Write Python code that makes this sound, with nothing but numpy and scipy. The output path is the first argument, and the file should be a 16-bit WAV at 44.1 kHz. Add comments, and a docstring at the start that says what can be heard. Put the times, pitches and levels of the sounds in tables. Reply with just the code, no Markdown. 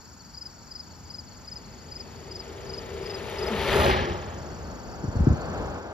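"""A country road: a bicycle coasts fast past the microphone, left to right, a metre or two away.
Its tread blocks hum, coarse asphalt rings the tyres, grit crackles, stone chips tick and its wake rumbles.
Insects in the verge sing with scraping wing strokes. After the pass, wind eddies buffet the microphone
while a far rush, like a car's tyres, swells up the road."""
import sys
import numpy as np
from scipy import signal
from scipy.fft import rfft, irfft
from scipy.io import wavfile
from scipy.ndimage import map_coordinates

SR = 44100
rng = np.random.default_rng(int(sys.argv[2]) if len(sys.argv) > 2 else 0)


def master_out(mix):
    """Clip the mix to full scale and print it as 16-bit PCM to the path in sys.argv[1]."""
    frames = np.transpose(np.atleast_2d(mix))
    ceiling = np.clip(frames, -1, 1)
    pcm = np.round(ceiling * 32767).astype(np.int16)
    wavfile.write(sys.argv[1], SR, pcm)


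N = 261492
T = np.arange(N) / SR
F = np.maximum(np.arange(N // 2 + 1) * SR / N, 1)

PASS_S, PASS_WIDTH_S, MACH = 3.84, .13, .04  # nearest moment; nearest distance / speed; speed / sound speed
ALONG = (T - PASS_S) / PASS_WIDTH_S  # road position, in nearest distances
DISTANCE = np.hypot(1, ALONG)
TRAVEL_SAMPLES = MACH * PASS_WIDTH_S * DISTANCE * SR  # changing delay gives the Doppler drop
RIGHTWARD = np.sin(np.arctan(ALONG) + .96)  # microphone faces .96 rad up the road
PORT_LAG_SAMPLES = -13 * RIGHTWARD

# rough and smooth road patches: centre_s, half_length_s, gain_db
ROAD_PATCHES = [(2.55, 0.1, 2.5), (2.979, 0.16, 7), (3.448, 0.092, 5.5), (3.759, 0.028, 8),
                (3.875, 0.024, 3), (3.95, 0.046, -3), (4.1, 0.067, 2)]


def undb(db):
    """Decibels to gain."""
    return 10 ** (np.asarray(db) / 20)


def unit(x):
    """Scale to rms 1."""
    return x / np.sqrt(np.mean(x ** 2))


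def curve(rows):
    """Join (time_s, value) points at every sample."""
    return np.interp(T, *np.transpose(rows))


def spectrum(rows):
    """Join (freq_hz, value) points on a log-frequency axis."""
    hz, value = np.transpose(rows)
    return np.interp(np.log(F), np.log(hz), value)


def swells_db(rows):
    """Sum of Gaussian level bumps."""
    return sum(db * np.exp(-((T - centre_s) / half_s) ** 2) for centre_s, half_s, db in rows)


def latest(starts_s):
    """Index of the latest event begun at each sample; 0 before the first."""
    return np.maximum(np.searchsorted(starts_s, T) - 1, 0)


def shape(x, gain):
    """Filter by a frequency response; rms 1."""
    return unit(irfft(rfft(x) * gain, N))


def resonance(hz, width_hz):
    """Response of one resonance."""
    return 1 / (1 + 1j * (F ** 2 - hz ** 2) / (F * width_hz))


def walk(rate_hz):
    """Smooth random drift; rms 1."""
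    return shape(rng.standard_normal(N), np.exp(-(F / rate_hz) ** 2) * (F > 1))


def port_noise(spread):
    """Noise at the two microphone ports: a shared part plus a diffuse part."""
    return rng.standard_normal(N) + spread * rng.standard_normal((2, N))


def delay(x, lag_samples):
    """Moving fractional delay."""
    return map_coordinates(x, [np.arange(N) - lag_samples], order=3, mode="mirror")


def aim(pair, lag_samples):
    """Set direction by delaying the right port."""
    return np.array([pair[0], delay(pair[1], lag_samples)])


def trees(x, t60_s):
    """Diffuse scatter from the edge of the wood."""
    tail = rng.standard_normal((2, SR // 2)) * undb(-60 * T[:SR // 2] / t60_s)
    return signal.fftconvolve(x[None], tail / np.sqrt(np.sum(tail[0] ** 2)), axes=1)[:, :N]


def still_air():
    """Faint, nearly steady countryside noise."""
    # background spectrum: freq_hz, gain_db
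    colour = [(30, -30), (60, 0.5), (250, 3.5), (400, -5), (700, -9), (890, 1.5), (1080, -5.5),
              (1450, -3.5), (2000, -13.5), (3800, -21), (4600, -7), (5500, -8.5), (6100, -16.5), (7200, -8),
              (8500, -51.5), (10800, -27), (14500, -22.5)]
    return shape(port_noise(1), undb(spectrum(colour))) * undb(-52 + .36 * walk(12))


def far_rush():
    """A rush like distant car tyres swells on the right."""
    # rush spectrum: freq_hz, gain_db
    colour = [(100, -12), (200, -3.5), (450, 2), (850, -0.5), (1050, -5.5), (1500, -6), (1900, -18),
              (3000, -23.5), (4400, -27), (5400, -46), (8000, -102.5), (14000, -58)]
    # rush swell: time_s, level_db
    swell = [(0, -63), (4.3, -42), (4.8, -44), (5.2, -37), (5.63, -33.5), (5.93, -34.5)]
    rush = shape(port_noise(.56), undb(spectrum(colour))) * undb(curve(swell) + 1.2 * walk(5.6))
    return aim(rush, lag_samples=-7)


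def breeze_and_wake(wake_db=-24.5, late_s=.058, rise_s=.23, fall_s=.13):
    """Moving air rumbles: the breeze, and the wake dragged behind the rider."""
    # rumble spectrum: freq_hz, gain_db
    colour = [(22, -39), (33, -16.5), (42, -2), (55, -1), (80, 4), (115, -3.5), (160, -4), (240, -7),
              (330, -15), (600, -29.5), (1200, -60.5)]
    # breeze strength: time_s, level_db
    breeze = [(0, -53.5), (1.7, -47), (3.3, -41), (4.9, -39), (5.5, -32), (5.93, -41.5)]
    age_s = T - PASS_S - late_s
    wake = undb(wake_db) * np.exp(np.minimum(age_s / rise_s, -age_s / fall_s))
    rumble = shape(port_noise(.44), undb(spectrum(colour)))
    return rumble * np.hypot(undb(curve(breeze)), wake) * undb(.4 * walk(6.5))


def buffets():
    """Each eddy opens with a quick flutter and rocks the pressure for a few slowing, ragged cycles."""
    # eddies of the wake, then the wind: start_s, length_s, nominal_hz, level_db
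    eddies = [(3.997, 0.054, 73, -23.5), (4.1, 0.038, 74.6, -28.5), (5.033, 0.032, 138, -22),
              (5.072, 0.039, 62, -23.5), (5.153, 0.029, 102.6, -18), (5.187, .071, 73.6, -14),
              (5.267, 0.0227, 139.3, -7.5), (5.298, .035, 85.6, -11), (5.321, 0.037, 107, -19)]
    flutters = [(start_s, .53 * length_s, 2.08 * hz, db - 6.5) for start_s, length_s, hz, db in eddies]
    ragged_rad = .57 * walk(175) + .27 * np.array([walk(190), walk(140)])
    out = 0
    for start_s, length_s, hz, db in list(eddies) + flutters:
        u = np.clip((T - start_s) / length_s, 0, 1)
        cycles = hz * length_s * (1.324 * u - .36 * u ** 2) + rng.random()
        out = out + undb(db) * np.sin(np.pi * u) * np.sin(2 * np.pi * cycles + ragged_rad)
    return out


def wing(u, hz, crest, bend, rasp):
    """Wing stroke over u = 0..1: pitch follows the scraper's speed, which peaks at u = crest."""
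    u = np.clip(u, 0, 1)
    pitch_hz = hz * (1 - bend * (u - crest) ** 2 + rasp * walk(640))
    return np.sin(np.pi * u) ** 1.3 * np.sin(2 * np.pi * np.cumsum(pitch_hz) / SR)


def lisper(gap_s=.038, length_s=.022, second_db=2.5):
    """A small insect lisps very high: two falling strokes, the second stronger."""
    # stroke pairs: first_centre_s, relative_db
    pairs = [(.1156, -74), (.4126, -75), (.8096, -74), (1.1183, -75), (1.4802, -73), (1.8166, -75),
             (2.169, -75), (2.527, -76)]
    start_s, db = np.transpose([(centre_s - length_s / 2 + k * gap_s, pair_db + k * second_db)
                                for centre_s, pair_db in pairs for k in range(2)])
    k = latest(start_s)
    return wing((T - start_s[k]) / length_s, hz=10550, crest=0, bend=.06, rasp=.004) * undb(db[k] + 1)


def triller(rate_hz, hz, duty, crest, bend, db, scatter_db, skip=0, start_cycles=0, drift=.011, gate=1):
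    """A far insect strokes on and on with uneven force; skip is the chance of missing a stroke."""
    cycles = start_cycles + np.cumsum(rate_hz * (1 + drift * walk(8.1))) / SR
    force_draw, skip_draw = rng.random((512, 2))[cycles.astype(int) % 512].T
    force = undb(scatter_db * (2 * force_draw - 1)) * (skip_draw >= skip)
    pitch_hz = hz * (1 + drift * walk(15) / 4)
    song = gate * unit(force * wing(cycles % 1 / duty, pitch_hz, crest, bend, rasp=.006))
    return (song + undb(-13) * trees(song, t60_s=.25)) * undb(db)


def fast_triller(half_rest_s=.016):
    """An insect trills in short phrases, resting about two strokes between them."""
    # stroke rate: time_s, rate_hz
    pace = [(.5, 69), (.85, 60), (1.49, 60), (1.7, 68.5), (2.14, 72), (3.3, 70)]
    # rests: centre_s
    rests = [.055, .145, .17, .275, .385, .485, .595, .71, 1.605, 1.71, 1.775, 1.875, 1.965, 2.06, 2.135,
             2.185, 2.3, 2.425, 2.51, 2.59, 2.735, 2.87, 2.99, 3.11, 3.25, 4.27, 4.315, 4.625, 4.84, 5.0,
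             5.135, 5.225, 5.4, 5.585, 5.725]
    # song strength: time_s, gain_db
    strength = [(0, 1.5), (.66, 2), (.78, -1.5), (1.0, -3), (1.7, -3), (2.1, -1), (2.4, .5), (3.0, .5),
                (4.4, 2), (5.6, 2.5)]
    to_rest_s = np.min([abs(T - centre_s) for centre_s in rests], axis=0)
    gate = 1 - np.exp(-(to_rest_s / half_rest_s) ** 4)
    song = triller(curve(pace), 5780, duty=.7, crest=0, bend=.1, db=-61.5, scatter_db=1.2,
                   drift=.01, gate=gate)
    return song * undb(curve(strength))


def chorus():
    """Five trillers, each with its own pitch and stroke rate; the lowest two sing in loose runs."""
    # strength of the lowest two: time_s, gain_db
    chatter = [(0, 0), (3.2, 0), (4.3, -5), (5.9, -6)]
    high_rate_hz = curve([(0, 24), (.6, 24.25)])
    high_hz = curve([(0, 6940), (3, 6880), (4.3, 6740), (5.9, 6840)])
    high = triller(high_rate_hz, high_hz, duty=.6, crest=.46, bend=.36, db=-60, scatter_db=1.5,
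                   start_cycles=.03)
    faint = triller(23.5, 7280, duty=.6, crest=.4, bend=.2, db=-66, scatter_db=2)
    fast = fast_triller()
    middle = triller(24.6, 5050, duty=.95, crest=0, bend=.15, db=-65, scatter_db=3, skip=.1, drift=.04)
    low = triller(27, 4680, duty=.9, crest=0, bend=.1, db=-64, scatter_db=3, skip=.1, drift=.04)
    return high + faint + fast + (middle + low) * undb(curve(chatter) + 1.5 * walk(6))


def far_insects(rate_hz=22.5, duty=.8):
    """Short bouts of falling wing strokes, uneven in timing, pitch and force."""
    # bouts: start_s, stroke_count, pitch_hz, relative_db
    bouts = [(0, 2, 4680, -1), (.19, 5, 4750, 2), (.57, 3, 4680, -1), (.72, 5, 4700, 1), (1.05, 4, 4750, 0),
             (1.26, 3, 4680, 2), (1.47, 3, 4700, 0), (1.63, 6, 4680, 1), (1.93, 4, 4750, 0),
             (2.18, 6, 4720, 0), (2.57, 6, 4750, 1), (2.9, 4, 4700, 0), (3.17, 4, 4720, 0),
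             (4.18, 3, 4700, 0), (4.365, 5, 4680, 1), (4.63, 1, 4660, 0), (4.692, 3, 4660, 0),
             (4.83, 3, 4740, 1), (4.972, 5, 4700, 0), (5.35, 5, 4700, 1), (5.67, 5, 4800, -5)]
    start_s, hz, db = np.transpose([(bout_s + k / rate_hz, bout_hz, bout_db)
                                    for bout_s, count, bout_hz, bout_db in bouts for k in range(int(count))])
    pitch_draw, force_draw, time_draw = rng.standard_normal((len(start_s), 3)).T
    start_s, hz, db = start_s + .004 * time_draw, hz * (1 + .02 * pitch_draw), db + 1.5 * force_draw
    k = latest(start_s)
    song = wing((T - start_s[k]) * rate_hz / duty, hz[k], crest=.1, bend=.16, rasp=.011) * undb(db[k] - 55.5)
    return song + undb(-8) * trees(song, t60_s=.25)


def near_insect(full_stroke_s=.027, lead_s=.0055, opening_s=.112):
    """Chirps of one soft wing stroke and three full ones; softer strokes are shorter and lower."""
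    # chirps: last_stroke_s, soft_stroke_relative_db
    chirps = [(0.4566, -42.5), (0.796, -59), (1.185, -56), (1.5602, -49), (2.0004, -47.5), (2.3955, -59),
              (2.7786, -47), (3.143, -49), (3.467, -54.5)]
    # full strokes, slowing and gathering force: before_last_s, relative_db
    full_strokes = [(.0834, -38.5), (.0438, -36.5), (0.00061, -36.5)]
    start_s, db = np.transpose([(last_s - before_s - lead_s, stroke_db) for last_s, soft_db in chirps
                                for before_s, stroke_db in [(opening_s, soft_db), *full_strokes]])
    k = latest(start_s)
    force = undb(db - db.max())[k]
    u = (T - start_s[k]) / (full_stroke_s * (1 + force) / 2)
    tone = signal.hilbert(wing(u, 5030 * (.9544 + .05 * force), crest=.33, bend=.25, rasp=.0074))
    octave = undb(-47) * tone ** 2
    song = np.real(tone + octave) * undb(db[k] + 2.5)
    return song + undb(-21) * trees(song, t60_s=.22)


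def low_note(start_s=3.49, length_s=.09, start_hz=232, level_db=-28):
    """A brief low note sags in pitch as the bicycle nears."""
    u = np.clip((T - start_s) / length_s, 0, 1)
    pitch_hz = start_hz * (1 - .3 * u ** 2)
    return undb(level_db) * np.sin(np.pi * u) ** 2 * np.sin(2 * np.pi * np.cumsum(pitch_hz) / SR)


def pebbles():
    """Stone chips tick against the bicycle."""
    # strikes: start_s, pitch_hz, width_hz, decay_s, level_db
    strikes = [(3.2987, 9500, 11000, .0017, -38), (3.6488, 3300, 1800, .002, -31),
               (3.6852, 3600, 2000, .002, -31), (3.7037, 3000, 1800, .004, -28),
               (3.8328, 3500, 2000, .002, -26), (3.842, 3300, 1800, .003, -26),
               (3.8479, 3300, 1800, .002, -25), (3.9011, 2700, 1400, .003, -27)]
    out = 0
    for start_s, hz, width_hz, decay_s, db in strikes:
        age_s = np.maximum(T - start_s, 0)
        ring = shape(rng.standard_normal(N), resonance(hz, width_hz) ** 2)
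        out = out + ring * (age_s > 0) * np.exp(-age_s / decay_s) * undb(db)
    return out


def path_loss_db(power, behind_db, bend_db_per_s, emerge_s=2.18):
    """Rolling sound fades with distance, more so from behind and until it clears a grassy bend."""
    astern = (np.maximum(ALONG, 0) / DISTANCE) ** 10  # 0 in front, 1 straight behind
    hidden_s = np.maximum(emerge_s - T, 0)
    return 20 * power * np.log10(DISTANCE) + behind_db * astern + bend_db_per_s * hidden_s


def grit(dull_from_s=3.855, dull_turn_s=.022, fizz_fade_s=.17):
    """Grit crackles and fizzes; treble beams forward from the tyre-road wedge, so it dulls from behind."""
    # crackle spectrum: freq_hz, gain_db
    colour = [(1000, -32), (1600, -1.5), (1730, 4.5), (2500, -0.5), (3400, -1), (4500, -7), (6000, -13),
              (8000, -49), (14000, -48)]
    # added colour from ahead: freq_hz, gain_db
    ahead = [(1800, 2), (2800, 3), (3800, 0), (5000, 0), (6500, -11)]
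    # added colour from behind: freq_hz, gain_db
    behind = [(1400, 1), (1750, 0.5), (2400, -1), (3200, -1), (4000, -3), (4900, -2), (6500, -3),
              (10000, -17)]
    # swells and dips in the crackle as the bicycle nears and passes: centre_s, half_length_s, gain_db
    swells = [(3.1, 0.31, 0.7), (3.58, 0.061, 2), (3.705, 0.042, 3.5), (3.785, 0.074, -2),
              (3.842, 0.017, -0.5)]
    force = undb(2.1 * walk(500) + .7 * walk(40))  # single chips, coarser patches
    noise = port_noise(.4) * force
    bright = shape(noise, undb(spectrum(colour) + spectrum(ahead)))
    dull = shape(noise, undb(spectrum(colour) + spectrum(behind)))
    past = (1 + np.tanh((T - dull_from_s) / dull_turn_s)) / 2
    level_db = -27.5 - path_loss_db(power=1.27, behind_db=13.5, bend_db_per_s=3) + swells_db(swells)
    crackle = (bright * (1 - past) + dull * past) * undb(level_db)
    crackle = aim([delay(port, TRAVEL_SAMPLES) for port in crackle], 2.6 - 2 / DISTANCE)
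    fizz_colour = [(3000, -25), (6500, 3), (10000, -3), (15000, -7.5)]  # freq_hz, gain_db
    fizz = shape(port_noise(.019) * force, undb(spectrum(fizz_colour)))
    fizz_db = -40 - 15.3 * np.clip((T - PASS_S) / fizz_fade_s, 0, 1)
    return crackle + fizz * undb(fizz_db) / DISTANCE ** 1.3


def tyre_roar():
    """Road texture rings the tyres, a little louder on rough patches."""
    # tyre and road resonances: freq_hz, width_hz, gain_db
    modes = [(551, 95, 2.5), (628, 95, 2.5), (846, 230, 1), (1222, 520, -4)]
    power = sum(abs(undb(db) * resonance(hz, width_hz) ** 2) ** 2 for hz, width_hz, db in modes)
    level_db = -24 - path_loss_db(power=1.4, behind_db=7.5, bend_db_per_s=10) + .17 * swells_db(ROAD_PATCHES)
    pan_db = 4.5 - 7 * RIGHTWARD  # left minus right
    roar = shape(port_noise(.23), np.sqrt(power)) * undb(level_db + np.array([pan_db, -pan_db]) / 2)
    return aim([delay(port, TRAVEL_SAMPLES) for port in roar], PORT_LAG_SAMPLES)


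def tread_hum(rear_late_s=.0984):
    """Tread blocks hum in two narrow bands that drop in pitch as the rear wheel passes."""
    # tread bands: pitch_hz, width_hz, gain_db
    bands = [(375, 30, 0), (438, 52, -6.5)]
    power = sum(abs(undb(db) * resonance(hz, width_hz) * resonance(hz, 4 * width_hz)) ** 2
                for hz, width_hz, db in bands)
    level_db = -27 - path_loss_db(power=.945, behind_db=15.5, bend_db_per_s=23.5) + swells_db(ROAD_PATCHES)
    hum = shape(port_noise(.15), np.sqrt(power)) * undb(level_db)
    travel_samples = MACH * np.hypot(PASS_WIDTH_S, T - PASS_S - rear_late_s) * SR
    return aim([delay(port, travel_samples) for port in hum], PORT_LAG_SAMPLES)


def scene():
    """All sources at the two ports."""
    bicycle = tread_hum() + tyre_roar() + grit() + pebbles() + low_note()
    insects = near_insect() + far_insects() + lisper() + chorus()
    air = still_air() + breeze_and_wake() + far_rush() + buffets()
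    return bicycle + insects + air


def record(dry, low_hz=38, top_hz=15000, fade_from_s=5.702, fade_db_per_s=30):
    """Left and right differ in level and drift apart in treble phase; band limits, fade-out."""
    # channel balance: freq_hz, left_minus_right_db
    balance = [(60, .5), (130, 1), (300, 5), (550, 2.5), (900, 0), (1400, -1.3), (2200, 2.5), (3600, 5.5),
               (4400, 7), (5000, 4.5), (5600, 6), (6600, .5)]
    # phase between channels: freq_hz, right_lead_half_turns
    phase = [(4300, 0), (5000, .4), (6500, .5), (7900, 1), (9200, 1), (10500, 2), (13000, 2), (14500, 3)]
    tilt_db = spectrum(balance) / 2
    low_cut = 1 / np.sqrt(1 + (low_hz / F) ** 12)
    response = low_cut * np.array([undb(tilt_db), undb(-tilt_db) * np.exp(1j * np.pi * spectrum(phase))])
    fade = undb(-fade_db_per_s * np.maximum(T - fade_from_s, 0))
    sound = irfft(rfft(dry) * response, N) * fade
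    return signal.sosfilt(signal.ellip(8, .2, 70, top_hz, fs=SR, output="sos"), sound)


dry = scene()
out = record(dry)
master_out(out)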